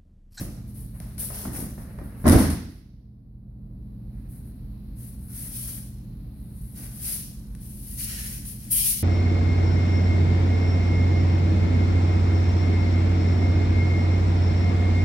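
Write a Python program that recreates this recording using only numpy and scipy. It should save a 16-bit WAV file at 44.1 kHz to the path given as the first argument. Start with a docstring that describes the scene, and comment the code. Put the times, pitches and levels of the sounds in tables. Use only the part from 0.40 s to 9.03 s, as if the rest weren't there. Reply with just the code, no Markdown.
"""A judo throw in a low hall: bare feet scuff and stamp on mats, then a body lands with thud and slap.
The thrown partner rolls over, gets up and both shuffle away; ventilation hums throughout.
Impacts are decaying noise bursts with a reverberant tail, and the landing also excites floor modes.
Cloth, knees and soles are friction noise under movement envelopes; a pivoting sole scrapes by stick-slip.
The camera's gain control ducks after the landing, the treble more deeply, and creeps back."""
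import sys
import numpy as np
from scipy import signal
from scipy.fft import rfft, irfft, next_fast_len
from scipy.io import wavfile
from scipy.ndimage import uniform_filter1d, minimum_filter1d, map_coordinates

SR = 44100
rng = np.random.default_rng(int(sys.argv[2]) if len(sys.argv) > 2 else 0)


def put_to_file(sound):
    """Save the sound as 16-bit audio at rate SR, in the file named by the first command-line argument."""
    columns = np.atleast_2d(sound).T  # one column per channel
    safe = np.clip(columns, -1, 1)
    whole_steps = np.round(safe * 32767)
    wavfile.write(sys.argv[1], SR, whole_steps.astype(np.int16))


N = 380485
TIME = np.arange(N) / SR  # s

# relative spectrum of the foam's dull thud: freq_hz, density_db (per Hz)
THUD_SPECTRUM = [(20, -28.5), (45, -10), (75, -1), (130, -8.5), (250, -6.5), (340, -13.5), (450, -23),
                 (700, -26), (1500, -66.5)]
# relative spectrum of the knock on the mat cover: freq_hz, density_db (per Hz)
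KNOCK_SPECTRUM = [(150, -22.5), (350, 1), (600, 8), (800, 2.5), (1050, 1), (1300, -1.5), (2000, -5),
                  (2700, -23), (5500, -24), (12000, -43.5)]

SAG_DB_PER_S = 5.5  # a stroke loses speed while it lasts
DRAG_T60_S, RASP_T60_S, HISS_T60_S = 0.74, 0.81, 0.54  # each part of a stroke dies away in the hall
STOP_DB, STOP_S = 1, 0.041  # the direct sound goes first when a stroke stops


def amp(db):
    """Logarithmic level: decibels to amplitude gain."""
    return 10 ** (np.asarray(db) / 20)


def unit(x):
    """Normalisation: x scaled to rms 1."""
    return x / np.sqrt(np.mean(x ** 2) + 1e-20)


def along(points, hz):
    """Logarithmic interpolation: (frequency, value) points read on a log frequency axis."""
    point_hz, value = np.transpose(points)
    return np.interp(np.log(hz + 1), np.log(point_hz + 1), value)


def wobble(rate_hz):
    """Slow random modulation: a smooth curve through rate_hz random knots a second."""
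    knots = rng.standard_normal(int(N * rate_hz / SR) + 4)
    return map_coordinates(knots, [TIME * rate_hz])


def filtered(x, response):
    """Linear filtering: the spectrum of x times a response of frequency."""
    n = x.shape[-1]
    padded = next_fast_len(n + SR // 8)
    hz = np.fft.rfftfreq(padded, 1 / SR)
    return irfft(rfft(x, padded) * response(hz), padded)[..., :n]


def diffuse(pair, spectrum):
    """Diffuse field: two coloured noises of joint rms 1, alike in the bass, unrelated in the treble."""
    # left-right likeness of the field: freq_hz, coherence (0 to 1)
    likeness = [(60, 0.98), (130, 0.97), (290, 0.89), (640, 0.49), (1400, 0.085), (3000, 0.023), (15000, 0)]

    def mid_side_response(hz):
        angle = np.arccos(np.clip(along(likeness, hz), -1, 1)) / 2
        return amp(along(spectrum, hz)) * [np.cos(angle), np.sin(angle)]

    mid, side = filtered(pair, mid_side_response)
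    return unit(np.array([mid + side, mid - side]))


def add(track, start_s, sound):
    """Superposition: mix a sound into the track from start_s."""
    part = track[:, max(round(start_s * SR), 0):][:, :sound.shape[1]]
    part += sound[:, :part.shape[1]]


def ventilation():
    """Broadband flow noise plus rotating machinery: duct rumble, nearly steady lines and faint hiss."""
    # relative spectrum of the duct rumble: freq_hz, density_db (per Hz)
    rumble_spectrum = [(15, -42.5), (26, -21.5), (36, -8), (46, 3.5), (65, -0.5), (85, -4.5), (120, -5.5),
                       (175, -6), (210, -10), (235, -11), (280, -14), (385, -27), (500, -31), (1500, -46),
                       (4000, -83.5)]
    # relative spectrum of the air hiss: freq_hz, density_db (per Hz)
    air_spectrum = [(1000, -9), (1900, 0), (2500, -2), (3400, -5.5), (4100, 3), (5200, -7.5), (6500, -16.5),
                    (7800, -20.5), (9300, -7), (10500, 1.5), (12000, 3), (13700, -5), (15800, -5)]
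    # steady fan lines: freq_hz, level_db (rms, before the slow wobble)
    hum_lines = [(44, -46.5), (53.3, -48.5), (65.6, -49.5), (119.8, -44.5), (158.3, -57), (206.4, -48.5)]
    rumble = amp(-40.0) * diffuse(rng.standard_normal((2, N)), rumble_spectrum)
    lines = 0
    for freq_hz, level_db in hum_lines:
        level = amp(level_db + 0.63 * wobble(2)) * np.sqrt(2)  # rms to peak
        phase = 2 * np.pi * freq_hz * TIME + 0.18 * wobble(1)
        lines = lines + level * np.sin(phase)
    hiss = amp(-64.5) * diffuse(rng.standard_normal((2, N)), air_spectrum)
    return rumble + lines + hiss


def friction(spectrum, grain_db, ripple_db):
    """Dry friction: countless tiny slips, uneven in size; wall echoes ripple their colour."""
    slips = rng.standard_normal((2, N)) * amp(grain_db * wobble(1100))
    bins = signal.stft(slips, nperseg=2048)[2]
    ripple = unit(uniform_filter1d(rng.standard_normal(bins.shape), size=7, axis=2))
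    rippled = signal.istft(bins * amp(ripple_db * ripple), nperseg=2048)[1][:, :N]
    return diffuse(rippled, spectrum)


def stroke(start_s, rise_s, hold_s, t60_s):
    """Speed-driven envelope: a movement gathers speed, slowly sags, stops and dies away."""
    t = TIME - start_s
    speeding = np.sin(np.pi / 2 * np.clip(t / rise_s, 0, 1)) ** 2
    stopped_s = np.maximum(t - rise_s - hold_s, 0)
    sag_db = SAG_DB_PER_S * np.clip(t - rise_s, 0, hold_s)
    stop_db = STOP_DB * np.minimum(stopped_s / STOP_S, 1)
    return speeding * amp(-(sag_db + stop_db + 60 * stopped_s / t60_s))


def strokes(rows, levels_db, t60_s):
    """Incoherent summation: overlapping movements add up in power."""
    power = 0
    for (start_s, rise_s, hold_s, *_), level_db in zip(rows, levels_db):
        power = power + (amp(level_db) * stroke(start_s, rise_s, hold_s, t60_s)) ** 2
    return np.sqrt(power)


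def sliding(rows, drag_spectrum, drag_trim_db, rasp_trim_db, hiss_trim_db, jerk_db):
    """Sliding contact: low drag in small jerks, rasp of the grain and treble hiss share one pressure."""
    # relative spectrum of the rasp: freq_hz, density_db (per Hz)
    rasp_spectrum = [(1500, -20), (2400, -3), (3100, -2), (3700, -1.5), (4600, 1.5), (5700, 2), (7200, -1),
                     (9000, -4), (14000, -40.5)]
    # relative spectrum of the hiss: freq_hz, density_db (per Hz)
    hiss_spectrum = [(5000, -54), (7400, -20.5), (8400, -9.5), (9300, -1), (10200, 2), (12000, 0),
                     (13300, -7), (15800, -7.5)]
    *_, drag_db, rasp_db, hiss_db = np.transpose(rows)
    pressure = amp(0.66 * wobble(60))
    jerks = amp(jerk_db * wobble(42))
    drag = strokes(rows, drag_db + drag_trim_db, DRAG_T60_S) * jerks
    drag = drag * friction(drag_spectrum, grain_db=1.0, ripple_db=3.5)
    rasp = strokes(rows, rasp_db + rasp_trim_db, RASP_T60_S)
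    rasp = rasp * friction(rasp_spectrum, grain_db=1.0, ripple_db=3.5)
    hiss = strokes(rows, hiss_db + hiss_trim_db, HISS_T60_S)
    hiss = hiss * friction(hiss_spectrum, grain_db=1.15, ripple_db=2.5)
    return pressure * (drag + rasp + hiss)


def shuffling():
    """Friction noise: a stamp's tail and pulled jackets, then the thrown body sliding, then bare soles."""
    # Movement columns, levels before trims: start_s, rise_s, hold_s, drag_db, rasp_db, hiss_db
    # a stamp's tail dies away at the start; then jackets swing, are gripped, pulled and settle:
    # movement columns
    tugs = [(0.0, 0.0019, 0.014, -46, -50.5, -42.5), (0.265, .015, .02, -68, -71, -57.5),
            (0.315, 0.071, .02, -64, -65, -48.5), (0.52, 0.036, .19, -61, -75.5, -56.5),
            (0.772, 0.037, .025, -49.5, -47.5, -31), (0.89, 0.075, 0.068, -49, -49, -38.5),
            (1.112, 0.039, .055, -45.5, -50, -36.5), (1.365, 0.024, 0.027, -54, -68, -53.5),
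            (1.47, .04, 0.33, -56, -77, -63), (1.62, .03, .01, -65, -77.5, -56.5),
            (1.73, 0.095, 0.037, -56.5, -71, -54.5), (2.28, 0.021, 0.087, -63.5, -67, -53)]
    # the thrown body rolls, slides and kneels up: movement columns
    slides = [(3.65, 0.16, .05, -68.5, -79, -70), (3.86, .075, .035, -68, -69.5, -54.5),
              (4.03, 0.036, .03, -71, -79, -62.5), (4.53, .1, .06, -68.5, -62.5, -49.5),
              (4.76, .1, 0.033, -72, -76, -56), (4.85, 0.15, .08, -59, -52, -40),
              (5.08, .09, 0.11, -60.5, -47.5, -38), (5.26, 0.03, .09, -60.5, -53.5, -43),
              (5.85, .2, 0.045, -82, -87, -64.5), (6.04, 0.2, .12, -73, -70, -55.5),
              (6.32, .08, .06, -56, -53.5, -45.5), (6.49, .08, .04, -62.5, -56, -46),
              (6.57, 0.12, .06, -54.5, -42, -32.5), (6.95, 0.053, .17, -74.5, -82, -65)]
    # bare soles drag over the vinyl: movement columns
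    shuffles = [(7.18, 0.059, 0.34, -77, -62.5, -49.5), (7.33, 0.23, .09, -67, -55.5, -43),
                (7.56, 0.049, 0.034, -54.5, -43, -34), (7.63, .08, .1, -51.5, -44, -39.5),
                (7.8, 0.048, .11, -55, -48.5, -39.5), (8.045, .012, .06, -69, -53, -40.5),
                (8.16, 0.072, .06, -66, -57.5, -50), (8.297, 0.031, 0.011, -53, -39, -20.5),
                (8.345, 0.046, 0.066, -69, -36, -26), (8.44, 0.033, 0.033, -55, -37, -24.5)]
    # relative drag spectrum of heavy cotton: freq_hz, density_db (per Hz)
    cloth_spectrum = [(150, -30), (330, 1), (600, 2), (1000, -7), (1900, -7), (2700, -15), (4000, -37.5)]
    # relative drag spectrum of the sliding body: freq_hz, density_db (per Hz)
    body_spectrum = [(500, -0.5), (1100, -7), (1500, -0.5), (1950, 0), (2500, -7.5), (3600, -28),
                     (6000, -60)]
    # relative drag spectrum of a bare sole: freq_hz, density_db (per Hz)
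    sole_spectrum = [(500, -13), (900, -19), (1200, -17), (1500, -7), (1900, -3.5), (2400, -7.5),
                     (2900, -8), (5000, -59)]
    tail_and_jackets = sliding(tugs, cloth_spectrum, drag_trim_db=0.0, rasp_trim_db=0.5,
                               hiss_trim_db=1.5, jerk_db=1.7)
    body = sliding(slides, body_spectrum, drag_trim_db=1.5, rasp_trim_db=-0.6, hiss_trim_db=3.5,
                   jerk_db=1.0)
    soles = sliding(shuffles, sole_spectrum, drag_trim_db=2.0, rasp_trim_db=0.9, hiss_trim_db=3.0,
                    jerk_db=-1.3)
    return tail_and_jackets + body + soles


def blow(spectrum, attack_s, t60_s, room_db, bloom_s):
    """Impact and reverberation: a short burst, then a hall tail decaying at a rate set by frequency."""
    # the hall's reverberation time: freq_hz, t60_s
    hall_decay = [(60, 0.55), (250, 0.75), (600, 0.45), (2000, 0.99), (4500, 1.43), (10000, 0.49),
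                  (15000, 0.81)]
    t = np.arange(SR) / SR
    hz, frame_s, bins = signal.stft(diffuse(rng.standard_normal((2, SR)), spectrum), SR, nperseg=512)
    decay = amp(-60 * frame_s / along(hall_decay, hz)[:, None])
    tail = signal.istft(bins * decay, SR, nperseg=512)[1][:, :SR]
    burst = diffuse(rng.standard_normal((2, SR)), spectrum) * amp(-60 * t / t60_s)
    energy = np.sum(amp(-120 * t / t60_s))
    burst *= np.sqrt(2 * energy / np.sum(burst ** 2))  # same energy whatever the noise drawn
    tail = unit(tail * (1 - np.exp(-t / bloom_s)))
    tail = tail * np.sqrt(energy / SR)  # longer blows feed the hall more
    return burst * (1 - np.exp(-t / attack_s)) + amp(room_db) * tail


def steps():
    """Impact on a soft layer: stamping feet and knees knock the cover and thud in the foam."""
    # feet and knees stamp on the mat, levels before trims: start_s, knock_db, thud_db
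    stamps = [(0.011, -41.5, -24), (0.602, -37, -41), (0.901, -28.5, -44.5), (1.051, -25, -30),
              (1.071, -43, -23), (1.138, -46.5, -31), (1.182, -35, -26.5), (1.224, -41.5, -26.5),
              (1.378, -34, -34.5), (1.5863, -31.5, -42), (1.612, -39.5, -30), (6.389, -49, -35.5)]
    out = np.zeros((2, N))
    for start_s, knock_db, thud_db in stamps:
        knock = blow(KNOCK_SPECTRUM, attack_s=0.0022, t60_s=0.038, room_db=-1.5, bloom_s=0.0054)
        thud = blow(THUD_SPECTRUM, attack_s=0.0017, t60_s=0.1, room_db=-2, bloom_s=0.024)
        add(out, start_s, amp(knock_db - 4.5) * knock)
        add(out, start_s, amp(thud_db - 1.0) * thud)
    return out


def smacks_and_ticks():
    """Flat impact: skin cracks for milliseconds, cloth flaps for longer, small ticks; all fill the hall."""
    # skin and cloth smack on the vinyl, with a few small ticks, levels before the trim:
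    # start_s, level_db, t60_s
    slaps_and_ticks = [(0.6015, -20.5, 0.0083), (0.7805, -24, 0.03), (1.179, -31, .012),
                       (1.866, -18.5, 0.14), (1.8791, -3, 0.018), (1.8865, -3.5, 0.016), (1.897, -1, 0.015),
                       (1.92, -10.5, 0.1), (1.985, -16.5, 0.59), (2.101, -17.5, 0.2),
                       (3.426, -43.5, 0.0089), (7.15, -30, 0.018), (8.0533, -29, 0.023)]
    # relative spectrum of a smack or tick: freq_hz, density_db (per Hz)
    slap_spectrum = [(500, -17.5), (1800, -5), (3200, -12), (5500, -9.5), (7400, -15.5), (8500, -9.5),
                     (9600, 1.5), (11000, -1.5), (13000, -10.5), (15800, -16)]
    out = np.zeros((2, N))
    for start_s, level_db, t60_s in slaps_and_ticks:
        contact = blow(slap_spectrum, attack_s=0.00021, t60_s=t60_s, room_db=-1, bloom_s=0.01)
        add(out, start_s, amp(level_db - 11.5) * contact)
    return out


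def ring(attack_s):
    """Modal vibration: decaying sines, struck at a new spot and so at new strengths each time."""
    # floor under the mats and hall modes, before random strength: freq_hz, level_db (relative), t60_s
    floor_modes = [(82.25, 4.5, 1), (181.7, -5, 1), (211, -9, 0.76), (259, -6, .6), (322, -10.5, 0.96),
                   (454, -12, 0.41), (640, -21, 0.46), (717, -20.5, 0.6), (1036, -22.5, 0.5),
                   (1065, -19, 0.47)]
    t = np.arange(SR) / SR
    strengths = rng.standard_normal(len(floor_modes))
    modes = 0
    for (freq_hz, level_db, t60_s), strength in zip(floor_modes, strengths):
        envelope = amp(level_db + 2 * strength - 60 * t / t60_s)
        modes = modes + envelope * np.sin(2 * np.pi * freq_hz * t)
    return (modes * (1 - np.exp(-t / attack_s)))[None]  # one row, shared by both channels


def landing():
    """Successive impacts of a body's parts: the cover knocks, the foam thuds and the floor booms."""
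    # heel, hip, back, arm and bouncing legs hit, levels before trims: start_s, knock_db, thud_db
    hits = [(1.84, -23, -22.5), (1.8531, -11.5, -18.5), (1.867, -11, -9.5), (1.902, -21.5, -10),
            (1.924, -12.5, -13), (1.946, -20.5, -8.5), (1.975, -14.5, -17.5), (2.002, -17.5, -13),
            (2.038, -24, -16.5), (2.098, -37, -20), (2.131, -41, -20), (2.263, -46, -34)]
    out = np.zeros((2, N))
    for start_s, knock_db, thud_db in hits:
        knock = blow(KNOCK_SPECTRUM, attack_s=0.0047, t60_s=0.1, room_db=0.0, bloom_s=0.0069)
        thud = blow(THUD_SPECTRUM, attack_s=0.0027, t60_s=0.14, room_db=-4.0, bloom_s=0.019)
        add(out, start_s, amp(knock_db - 7.0) * knock)
        add(out, start_s, amp(thud_db + 2.5) * thud)
        add(out, start_s, amp(thud_db - 20.5) * ring(attack_s=0.0044))
    return out


def pivot():
    """Stick-slip: the uneven slips of a turning foot make a hoarse, falling scrape."""
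    # a pivoting sole sticks and slips, slower as it stops: time_s, slip_rate_hz, level_db
    slip_track = [(8.31, 3200, -75), (8.37, 3100, -44.5), (8.44, 3100, -44.5), (8.48, 2555, -64.5),
                  (8.52, 2390, -57), (8.591, 2220, -56), (8.63, 2224, -69)]
    time_s, slip_rate_hz, level_db = np.transpose(slip_track)
    phase = 2 * np.pi * np.cumsum(np.interp(TIME, time_s, slip_rate_hz)) / SR
    # random modulation in quadrature widens the tone into a narrow noise band
    hoarse = np.array([wobble(410) * np.sin(phase) + wobble(380) * np.cos(phase) for _ in range(2)])
    return np.interp(TIME, time_s, amp(level_db), left=0) * unit(hoarse)


def scene():
    """Superposition of everything heard in the hall."""
    return ventilation() + shuffling() + steps() + smacks_and_ticks() + landing() + pivot()


def ducking(x, threshold_db, slope, hold_s, release_db_per_s, attack_s):
    """Level-controlled gain: the cut in dB follows loud sound, holds, then recovers steadily."""
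    power = np.abs(uniform_filter1d(np.mean(x ** 2, axis=0), size=2048))
    wanted_db = slope * np.maximum(10 * np.log10(power + 1e-12) - threshold_db, 0)
    half = int(hold_s * SR / 2)
    # the largest cut wanted during the last hold_s
    held_db = -minimum_filter1d(-wanted_db, 2 * half + 1, origin=half, mode="constant")
    ramp_db = release_db_per_s * TIME
    released_db = np.maximum.accumulate(held_db + ramp_db) - ramp_db
    pole = np.exp(-1 / (attack_s * SR))

    def glide(db):
        return signal.lfilter([1 - pole], [1, -pole], db)

    return glide(glide(released_db))  # the gain eases down, so the blow itself passes whole


def record(dry):
    """Two-band compression after port colour: the treble is cut by its own rule, then band-limited."""
    # treble difference of the two microphone ports: freq_hz, left_minus_right_db
    port_difference = [(200, -0.84), (2400, -0.5), (3400, -1), (4200, -3), (5600, -9), (6800, -6.5),
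                       (8500, 9), (10000, 5.5), (13000, 2.5), (15500, -4.5)]
    sides = np.array([[.5], [-.5]])  # left and right each take half the difference
    x = filtered(dry, lambda hz: amp(along(port_difference, hz) * sides))
    bass = filtered(x, lambda hz: 1 / (1 + (hz / 1100) ** 4))
    treble = x - bass
    # both cuts follow the full band
    bass_cut_db = ducking(x, threshold_db=-18, slope=1.23, hold_s=0.58,
                          release_db_per_s=19.5, attack_s=0.16)
    treble_cut_db = ducking(x, threshold_db=-20.0, slope=2.83, hold_s=0.41,
                            release_db_per_s=36.0, attack_s=0.31)
    levelled = bass * amp(-bass_cut_db) + treble * amp(-treble_cut_db)
    return filtered(levelled, lambda hz: hz < 15850)  # band limit in Hz


dry = scene()
out = record(dry)
put_to_file(out)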